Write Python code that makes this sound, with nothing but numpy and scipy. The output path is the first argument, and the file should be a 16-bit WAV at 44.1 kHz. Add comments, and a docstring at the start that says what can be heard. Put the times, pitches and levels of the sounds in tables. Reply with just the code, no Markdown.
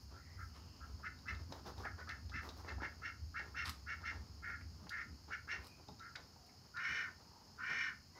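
"""Goat kids in a paved yard at night

Kids jostle round their mother with short hoarse squeaks, softer whines and two longer rasping bleats:
slack vocal folds chop the breath, and narrow ringing peaks colour the sound. Hooves tap and scuff on
gritty bricks, and the walls return a short tail. Behind them a low hum swells now and then and dies
down, and distant tones come and go under a faint steady hiss."""
import sys
import numpy as np
from scipy import signal
from scipy.fft import rfft, irfft, next_fast_len
from scipy.io import wavfile
from scipy.ndimage import uniform_filter1d

SR = 44100
rng = np.random.default_rng(int(sys.argv[2]) if len(sys.argv) > 2 else 0)


def master(y):
    """Save y as 16-bit WAV."""
    cut = np.clip(np.atleast_2d(y).T, -1, 1)
    pcm = np.round(cut * 32767)  # scale
    wavfile.write(sys.argv[1], SR, pcm.astype(np.int16))


N = 361175
TIME = np.arange(N) / SR

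# calls: t/s, duration/s, level/dB, brightness/dB, pitch shift/semitones, widest gape/share of duration
SQUEAKS = [(1.028, .072, -46, 1, -0.37, 0.56), (1.254, .096, -47.5, 3.5, -0.58, 0.46),
           (1.826, 0.074, -45.5, -6, -0.37, 0.5), (2.072, 0.086, -46.5, 1.5, -0.28, 0.4),
           (2.315, 0.11, -47, 3, -0.44, 0.54), (2.660, 0.079, -50.5, 1, -0.25, 0.49),
           (2.799, 0.089, -44.5, -0.5, 0.07, 0.57), (3.017, 0.1, -45, 3.5, 0.24, 0.5),
           (3.341, 0.09, -43.5, -1, 0.12, 0.45), (3.542, 0.1183, -44.5, 5.5, .1, .42),
           (3.862, .100, -44.5, 2, 0.21, 0.49), (4.027, 0.11, -45, 4.5, .1, 0.56),
           (5.298, 0.074, -43.5, 1, .6, 0.62), (5.473, .110, -44.5, 5.5, 0.27, 0.51)]
WHINES = [(.135, 0.088, -61, -9, -0.34, .42), (.375, 0.088, -53, -3.5, -0.51, 0.68),
          (.800, 0.074, -55, -11, -0.63, .42), (1.974, 0.075, -53, -5.5, .8, .48),
          (4.420, 0.1593, -48, 0.5, .25, 0.17), (4.899, 0.15, -46.5, 2, 0.084, 0.75),
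          (5.99, 0.12, -53.5, -5.5, -0.35, 0.62)]
BLEATS = [(6.735, 0.37, -42.5, 4, .2, .64), (7.574, 0.37, -42.5, 4, 0.18, 0.71)]
# narrow ringing peaks that colour the calls: f/Hz, nominal bandwidth/Hz, level/dB
SQUEAK_PEAKS = [(1403, 110, -0.5), (1482, 63, -6.5), (1715, 46.5, 3.5), (1813, 82, 3), (2133, 98, 1),
                (2314, 44, -10.5), (2725, 73, -7.5), (3020, 110, -19.5)]
WHINE_PEAKS = [(1408, 98, 0.5), (1690, 59, 2), (1810, 78, 1), (2107, 86, -1.5), (2250, 59, -19),
               (2520, 79, -18.5)]
BLEAT_PEAKS = [(1071, 30, -13), (1516, 170, -2), (1804, 86, 1), (2123, 155, -5.5), (2334, 37, -4),
               (2918, 51, -11.5)]


def goat_kids():
    """Source and filter: hoarse airflow is shaped into squeaks, closed-mouth whines and long bleats."""
    squeak_air = vocal_folds(flutter_hz=353.3, jitter=.2, rough_db=1.5, pulse_share=0.36)
    bleat_air = vocal_folds(flutter_hz=378.5, jitter=.25, rough_db=2.0, pulse_share=0.42)
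    squeaks = shape_calls(SQUEAKS, SQUEAK_PEAKS, squeak_air, attack_s=0.0034, release_s=0.016,
                          arch_db=9, gape_db=7.5, open_s=0.021, close_s=.025, scoop=.07, sag=.02,
                          bend_semitones=.15, shut_db=7, tilt_per_octave=2.25, rasp_db=0)
    whines = shape_calls(WHINES, WHINE_PEAKS, squeak_air, attack_s=0.021, release_s=0.028,
                         arch_db=-1, gape_db=3.5, open_s=0.02, close_s=0.0119, scoop=0.025, sag=0.0212,
                         bend_semitones=0.151, shut_db=6, tilt_per_octave=8.5, rasp_db=-8.5)
    bleats = shape_calls(BLEATS, BLEAT_PEAKS, bleat_air, attack_s=0.04, release_s=0.06,
                         arch_db=1.7, gape_db=10.5, open_s=.045, close_s=0.038, scoop=0.055, sag=0.055,
                         bend_semitones=.45, shut_db=11.5, tilt_per_octave=1.9, rasp_db=-3)
    return squeaks + whines + bleats


def vocal_folds(flutter_hz, jitter, rough_db, pulse_share):
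    """Aperiodic oscillation: slack folds flap irregularly and chop the rushing air."""
    cycles = np.cumsum(flutter_hz * np.exp(jitter * drift(300))) / SR
    pulses = unit_power(np.diff(np.floor(cycles), prepend=0))
    airflow = np.sqrt(pulse_share) * pulses + np.sqrt(1 - pulse_share) * noise()
    return unit_power(airflow * from_db(rough_db * drift(160)))


# airy upper peaks, strongest when the mouth is wide open: f/Hz, nominal bandwidth/Hz, level/dB
RASP_PEAKS = [(3490, 340, -25), (4230, 120, -22), (5384, 285, -19), (6110, 110, -24)]
TREMOR_DB, TREMORS_PER_S = 0.87, 70


def shape_calls(calls, peaks, source, attack_s, release_s, arch_db, gape_db, open_s, close_s,
                scoop, sag, bend_semitones, shut_db, tilt_per_octave, rasp_db):
    """Time-varying filtering: a call brightens as the mouth opens, then dulls and sags as it closes."""
    envelope, brightness, pitch, shut, closing = np.zeros((5, N))
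    for start, length, db, bright_db, semitones, widest in calls:
        live = (TIME > start) & (TIME < start + length)
        since = TIME[live] - start
        left = length - since
        narrowing = 1 - arch(since, length, widest)
        pitch[live] = semitones - bend_semitones * narrowing
        fade = np.minimum(since / attack_s, 1) * np.minimum(left / release_s, 1)
        envelope[live] = fade * from_db(db - arch_db * narrowing)
        brightness[live] = bright_db - gape_db * narrowing
        shut[live] = np.exp(-(since / open_s) ** 2)
        closing[live] = np.exp(-left / close_s)
    envelope *= from_db(TREMOR_DB * drift(TREMORS_PER_S))
    # the whole voice scoops up at the start and sags at the end
    read_position = np.cumsum(2 ** (pitch / 12) - scoop * shut - sag * closing)
    rasp = [(hz, width_hz, db + rasp_db) for hz, width_hz, db in RASP_PEAKS]
    voice, low_voice = np.zeros((2, N))
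    for hz, width_hz, db in list(peaks) + rasp:
        ring = from_db(db) * resonate_twice(source, hz, 1.49 * width_hz)
        ring = np.interp(read_position, np.arange(N), ring)
        treble_weight = np.clip(tilt_per_octave * np.log2(hz / 1600), 0, 1.7)
        muffling_db = shut_db * shut * np.clip((hz - 1500) / 250, 0, 2)
        ring *= from_db(treble_weight * (brightness - 4.1 * closing) - muffling_db)
        voice += ring
        low_voice += ring * (hz < 1950)
    # steady lung pressure holds the power of the low peaks even
    power = np.maximum(uniform_filter1d(low_voice ** 2, size=900), 0) + 0.19 * np.mean(low_voice ** 2)
    return envelope * voice / np.sqrt(power)


# hoof steps: t/s, thud level/dB, clack level/dB
STEPS = [(1.499, -63.5, -82), (1.523, -46, -56.5), (1.661, -52, -71), (1.778, -57, -71),
         (1.852, -43.5, -47.5), (2.295, -60, -70), (2.433, -60, -53), (2.646, -51.5, -60), (2.78, -51, -68),
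         (2.819, -42.5, -62), (3.395, -53, -50), (4.611, -66, -56.5), (4.868, -55.5, -58.5),
         (5.287, -58, -78), (5.798, -58, -83), (5.887, -47.5, -78), (6.155, -69, -46), (6.359, -58.5, -83),
         (6.491, -67, -66)]
# hollow ring of a hoof on brick: f/Hz, bandwidth/Hz, level/dB
THUD_MODES = [(287, 100, -2), (622, 130, -2), (823, 68, 6), (1020, 220, -2.5)]


def hooves():
    """Impact excites damped modes: each hoof lands with a hollow thud and a short clack."""
    times, thud_db, clack_db = np.transpose(STEPS)
    knock = noise()
    ring = sum(from_db(db) * (-1) ** k * resonate(knock, hz, width_hz)
               for k, (hz, width_hz, db) in enumerate(THUD_MODES))
    thud = steadied(ring, window_s=0.016) * bursts(times, thud_db, t60=0.07)
    clack = steadied(band(noise(), 1270, 2270, order=3), window_s=0.0047)
    return band(thud, 200, 1400) + clack * bursts(times, clack_db, t60=0.074)


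# grit breaking: t/s, snap level/dB, crackle level/dB
SNAPS = [(1.188, -58, -94), (1.3493, -53, -89), (1.523, -44.5, -88), (1.6623, -52, -79), (1.7793, -54, -82),
         (2.0909, -41, -71), (2.296, -50, -89), (2.4896, -43.5, -89), (2.6888, -48.5, -92),
         (3.393, -50.5, -90), (3.6554, -39, -79), (3.694, -37.5, -49), (4.8935, -42, -62),
         (5.6439, -54, -67), (5.668, -52, -61.5), (5.884, -51.5, -89), (5.994, -52.5, -95),
         (6.1578, -42, -89), (6.4623, -60, -71), (6.7693, -47, -100)]
# ring of a snap: f/Hz, level/dB, nominal decay time/s
SNAP_MODES = [(2910, -2.5, 0.019), (3880, 3.5, 0.022), (4140, 5.5, 0.0044), (4780, 5, 0.0036),
              (5840, -12, 0.003)]


def snapping_grit():
    """Brittle fracture: grit snaps under a hoof with a brief high ring and a fine crackle."""
    times, snap_db, crackle_db = np.transpose(SNAPS)
    crush = noise() * bursts(times, snap_db, t60=0.038)
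    snap = sum(from_db(db) * resonate(crush, hz, 2.55 / decay_s) for hz, db, decay_s in SNAP_MODES)
    crackle = unit_power(band(noise(), 6200, 14000)) * bursts(times, crackle_db, t60=0.06)
    return band(snap, 2200, 6260, order=3) + crackle


# feet dragging over brick: t/s, duration/s, scuff level/dB, grit level/dB
SCUFFS = [(0, 0.064, -82, -74), (0.092, .1, -64.5, -92), (.37, .16, -87, -74.5), (.83, 0.11, -71.5, -82),
          (1.277, 0.1, -63, -77), (1.49, 0.13, -59, -73), (1.649, 0.079, -56, -69),
          (1.748, 0.16, -57.5, -72), (1.972, 0.068, -61, -85), (2.077, .09, -65.5, -80),
          (2.322, .06, -65, -84), (2.411, 0.12, -57.5, -68), (2.557, 0.079, -63.5, -69.5),
          (2.643, 0.13, -58, -87), (2.798, 0.1, -57, -81), (3.382, 0.16, -62.5, -83),
          (4.462, .07, -67, -74), (5.277, 0.056, -58, -85), (5.494, 0.16, -63, -86),
          (5.616, 0.076, -66.5, -73), (6.157, 0.056, -63, -87), (6.87, 0.11, -66, -77),
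          (7.677, 0.11, -59, -81), (8.15, .08, -59.5, -81)]
# a hoof sliding over grit: t/s, duration/s, level/dB
SLIDES = [(0.534, .08, -64), (3.644, 0.075, -46.5)]
# restless shifting between the scuffs: t/s, level/dB
SHIFTING = [(0, -75.5), (1.0, -70.5), (2.0, -73), (2.9, -70.5), (3.2, -78.5), (3.6, -71.5), (5.4, -76.5),
            (6.6, -75), (7.4, -72), (8.1, -81.5)]
# friction spectra: f/Hz, level/dB
SCUFF_SPECTRUM = [(76, -53), (130, -3), (342, -3), (404, -2), (546, -6.5), (801, -4), (1030, -3.5),
                  (1340, -7.5), (2620, -24), (5010, -17), (7000, -29), (9100, -58), (15400, -120)]
GRIT_SPECTRUM = [(3000, -10), (5500, 11.5), (8000, -4), (12000, 1.5), (16000, -1)]
SLIDE_SPECTRUM = [(350, -53), (600, -18), (1140, -1.5), (1240, 0.5), (1430, -4), (1990, -7.5),
                  (2610, -12.5), (5380, -12), (6420, -24), (11500, -25), (15600, -37)]
SHIFT_SWING_DB, SHIFTS_PER_S, SHIFT_GRIT_DB = 3.5, 12, -13.5


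def shuffling():
    """Friction on rough brick: many tiny impacts merge into coarse scuffs, fine grit and two slides."""
    starts, lengths, scuff_db, grit_db = np.transpose(SCUFFS)
    shifting = from_db(in_time(SHIFTING)[0] + SHIFT_SWING_DB * drift(SHIFTS_PER_S))
    scuff_level = np.hypot(swells(starts, lengths, scuff_db, top_share=0.37), shifting)
    grit_level = np.hypot(swells(starts, lengths, grit_db, top_share=0.29),
                          from_db(SHIFT_GRIT_DB) * shifting)
    slide_level = swells(*np.transpose(SLIDES), top_share=0.37)
    scuff = colour(grains(per_s=1500, spread_db=1.83) * from_db(2.25 * drift(50)), SCUFF_SPECTRUM)
    scuff /= np.std(band(scuff, 287, 990))
    grit = colour(grains(per_s=3000, spread_db=2.8), GRIT_SPECTRUM)
    slide = colour(grains(per_s=4000, spread_db=2.9), SLIDE_SPECTRUM)
    return scuff_level * scuff + grit_level * grit + slide_level * slide


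def yard(direct, t60=0.27, gap_s=.008):
    """Reverberation: brick walls send back a short, exponentially decaying tail."""
    t = TIME[:SR]
    tail = band(noise(), 190, 12200, order=1)[:SR] * from_db(-60 * t / t60) * (t > gap_s)
    tail *= 2 * from_db(-16) / np.sqrt(np.sum(tail ** 2))
    return direct + signal.fftconvolve(direct, tail)[:N]


# slow course of the hum: t/s, hum level/dB, rumble level/dB
HUM_LEVELS = [(0, -55, -68.5), (1.3, -60, -62.5), (2.6, -54.5, -64.5), (3.1, -60.5, -65.5), (3.9, -55, -67),
              (4.7, -58, -62.5), (4.95, -62.5, -68), (5.4, -62, -68), (6.1, -70.5, -70.5), (7.3, -75, -72),
              (7.8, -72, -64.5), (8.19, -82, -75)]
# resonances of the hum: f/Hz, nominal bandwidth/Hz, level/dB
HUM_MODES = [(68.1, 13.2, 0.5), (83.8, 8, -0.5), (97, 6.7, -11.5)]
# brief booms of the hum and dull bumps of the rumble: t/s, duration/s, level/dB
BOOMS = [(0.322, .18, -50), (0.801, .09, -50), (0.885, 0.096, -47), (1.274, 0.13, -47), (1.367, 0.13, -50),
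         (1.75, .1, -49), (1.89, 0.091, -50.5), (2.21, 0.16, -48), (2.369, 0.06, -49.5),
         (2.693, 0.16, -46.5), (3.179, 0.13, -46.5), (3.663, 0.055, -48.5), (4.131, 0.11, -50),
         (4.223, .13, -55), (4.603, 0.12, -51), (4.718, 0.066, -51), (5.09, .08, -52.5),
         (5.563, .07, -53.5)]
BUMPS = [(1.3, .08, -59), (1.481, 0.052, -53), (2.331, .06, -52.5), (2.753, 0.061, -56),
         (3.644, 0.094, -57.5), (4.181, 0.081, -59.5), (4.807, 0.076, -57), (5.043, 0.13, -58),
         (5.87, 0.087, -58.5), (6.883, 0.063, -55)]
# rumble above the hum: f/Hz, level/dB
RUMBLE_SPECTRUM = [(30, -18), (60, -2.5), (120, 5), (170, 1), (260, 1), (400, -15), (700, -30.5)]


def hum():
    """Noise-driven resonance: low modes boom up repeatedly, then die down beneath a dull rumble."""
    hum_db, rumble_db = in_time(HUM_LEVELS)
    modes = np.zeros(N)
    for hz, width_hz, db in HUM_MODES:
        mode = resonate(noise(), hz, 1.48 * width_hz)
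        modes += from_db(db) * unit_power(resonate(mode, hz, 1.35 * width_hz))
    hum_level = np.hypot(from_db(hum_db), swells(*np.transpose(BOOMS), top_share=0.38))
    drone = band(hum_level * steadied(modes, window_s=0.049), 54.4, 150, order=3)
    rumble_level = np.hypot(from_db(rumble_db), swells(*np.transpose(BUMPS), top_share=0.52))
    return drone + rumble_level * steadied(colour(noise(), RUMBLE_SPECTRUM), window_s=0.043)


# distant tones: start t/s, end t/s, f/Hz, bandwidth per filter pass/Hz, level/dB
FAR_TONES = [(.18, 0.43, 1970, 350, -68.5), (0.445, 0.983, 2840, 507, -76.5), (5.57, 5.862, 2460, 180, -72),
             (6.346, 6.64, 733, 109, -74), (7.116, 7.625, 900, 220, -70), (8.12, 8.262, 960, 90.5, -69),
             (8.137, 8.26, 2010, 160, -64.5)]


def far_tones():
    """Narrow-band noise has a rough pitch: faint hoarse tones swell and fade in the distance."""
    tones = np.zeros(N)
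    for start, end, hz, width_hz, db in FAR_TONES:
        swell = np.sin(np.pi * np.clip((TIME - start) / (end - start), 0, 1))
        tones += from_db(db) * swell * unit_power(resonate_twice(noise(), hz, width_hz))
    return tones


# low air noise, hiss common to both ears, hiss opposite between the ears: f/Hz, level/dB
AIR_SPECTRUM = [(15, -43), (25, -16.5), (60, 0.5), (92, 3), (262, -12), (569, -18.5), (911, -17.5),
                (1520, -21), (1940, -23.5), (3300, -26), (4290, -69), (7260, -120)]
HISS_SPECTRUM = [(1760, -36), (3000, -14.5), (3190, -45), (3300, -29), (3590, -18.5), (4090, -8.5),
                 (4320, -1), (5240, 4), (5540, -3.5), (5810, -8.5), (6760, -5), (7290, -17), (7980, -22.5),
                 (13500, -20), (15600, -20.5)]
SIDE_SPECTRUM = [(200, -6), (2000, -16), (4500, -16), (7000, 0), (12000, 3.5), (16000, 2)]
AIR_DB, HISS_DB, SIDE_DB = -66.5, -66.5, -84


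def air_and_hiss():
    """Stationary noise: a low rush and a hiss, widened by a faint part in antiphase at the ears."""
    air = from_db(AIR_DB) * colour(noise(), AIR_SPECTRUM)
    hiss = from_db(HISS_DB) * colour(noise(), HISS_SPECTRUM)
    side = from_db(SIDE_DB) * colour(noise(), SIDE_SPECTRUM)
    return air + hiss + side * np.array([[1], [-1]])


def from_db(db):
    """Level to amplitude ratio."""
    return 10 ** (np.asarray(db) / 20)


def unit_power(x):
    """Normalisation to a mean square of one."""
    return x / np.sqrt(np.mean(x ** 2) + 1e-20)


def in_time(rows):
    """Linear interpolation over time, one curve per level column."""
    times, *columns = np.transpose(rows)
    return [np.interp(TIME, times, column) for column in columns]


def noise():
    """White Gaussian noise."""
    return rng.standard_normal(N)


def drift(per_s):
    """Random fluctuation of unit variance, with `per_s` new values a second."""
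    return np.interp(TIME * per_s, np.arange(8192), rng.standard_normal(8192)) * np.sqrt(3 / 2)


def grains(per_s, spread_db):
    """Shot noise: random tiny clicks of uneven size, at unit power."""
    sizes = from_db(spread_db * np.minimum(rng.exponential(1, N), 4)) * rng.choice([-1, 1], N)
    return unit_power(sizes * (rng.random(N) < per_s / SR))


def band(x, low_hz, high_hz, order=2):
    """Maximally flat band-pass filter."""
    sections = signal.butter(order, [low_hz, high_hz], "band", fs=SR, output="sos")
    return signal.sosfilt(sections, x + 1e-18)


def colour(x, spectrum):
    """Spectral shaping along a logarithmic frequency axis, at unit power."""
    hz, db = np.transpose(spectrum)
    size = next_fast_len(N)
    bin_hz = np.maximum(np.arange(size // 2 + 1) * SR / size, 1)
    gain = from_db(np.interp(np.log(bin_hz), np.log(hz), db, left=-80, right=-80))
    return unit_power(irfft(rfft(x, size) * gain, size)[:N])


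def resonate(x, hz, width_hz):
    """Damped resonator with unit gain at its peak."""
    radius = np.exp(-np.pi * width_hz / SR)
    feedback = [1, -2 * radius * np.cos(2 * np.pi * hz / SR), radius ** 2]
    return signal.lfilter(np.array([1, 0, -1]) * (1 - radius ** 2) / 2, feedback, x + 1e-18)


def resonate_twice(x, hz, width_hz):
    """Resonators in cascade: steeper skirts keep the valleys between peaks dark."""
    return resonate(resonate(x, hz, width_hz), hz, width_hz)


def steadied(x, window_s):
    """Compression evens out the slow level of a noise and keeps its fine grain, at unit power."""
    power = uniform_filter1d(x ** 2, int(window_s * SR))
    return unit_power(x / np.sqrt(np.maximum(power, 0) + 0.39 * np.mean(x ** 2)))


def bursts(times, levels_db, t60):
    """Exponential decay: the envelope jumps at each contact and falls 60 dB in `t60` seconds."""
    jumps = np.zeros(N)
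    np.add.at(jumps, np.round(times * SR).astype(int), from_db(levels_db))
    return signal.lfilter([1], [1, -from_db(-60 / (t60 * SR))], jumps + 1e-18)


def swells(starts, lengths, levels_db, top_share):
    """Incoherent addition: each event is one arch, and overlapping ones add in power."""
    power = np.zeros(N)
    for start, length, db in zip(starts, lengths, levels_db):
        live = (TIME > start) & (TIME < start + length)
        power[live] += (from_db(db) * arch(TIME[live] - start, length, top_share)) ** 2
    return np.sqrt(power)


def arch(since, length, top_share):
    """Skewed half sine that reaches one at a given share of the length."""
    return np.sin(np.interp(since / length, [0, top_share, 1], [0, np.pi / 2, np.pi]))


def scene():
    """Superposition: the goats and their reverberation add to the background; only hiss has width."""
    goats = goat_kids() + hooves() + snapping_grit() + shuffling()
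    return yard(goats) + hum() + far_tones() + air_and_hiss()


def record(dry, cutoff_hz=15700):
    """Band limiting: a steep elliptic low-pass removes the highest treble."""
    return signal.sosfilt(signal.ellip(10, .1, 80, cutoff_hz, fs=SR, output="sos"), dry)


dry = scene()
out = record(dry)
master(out)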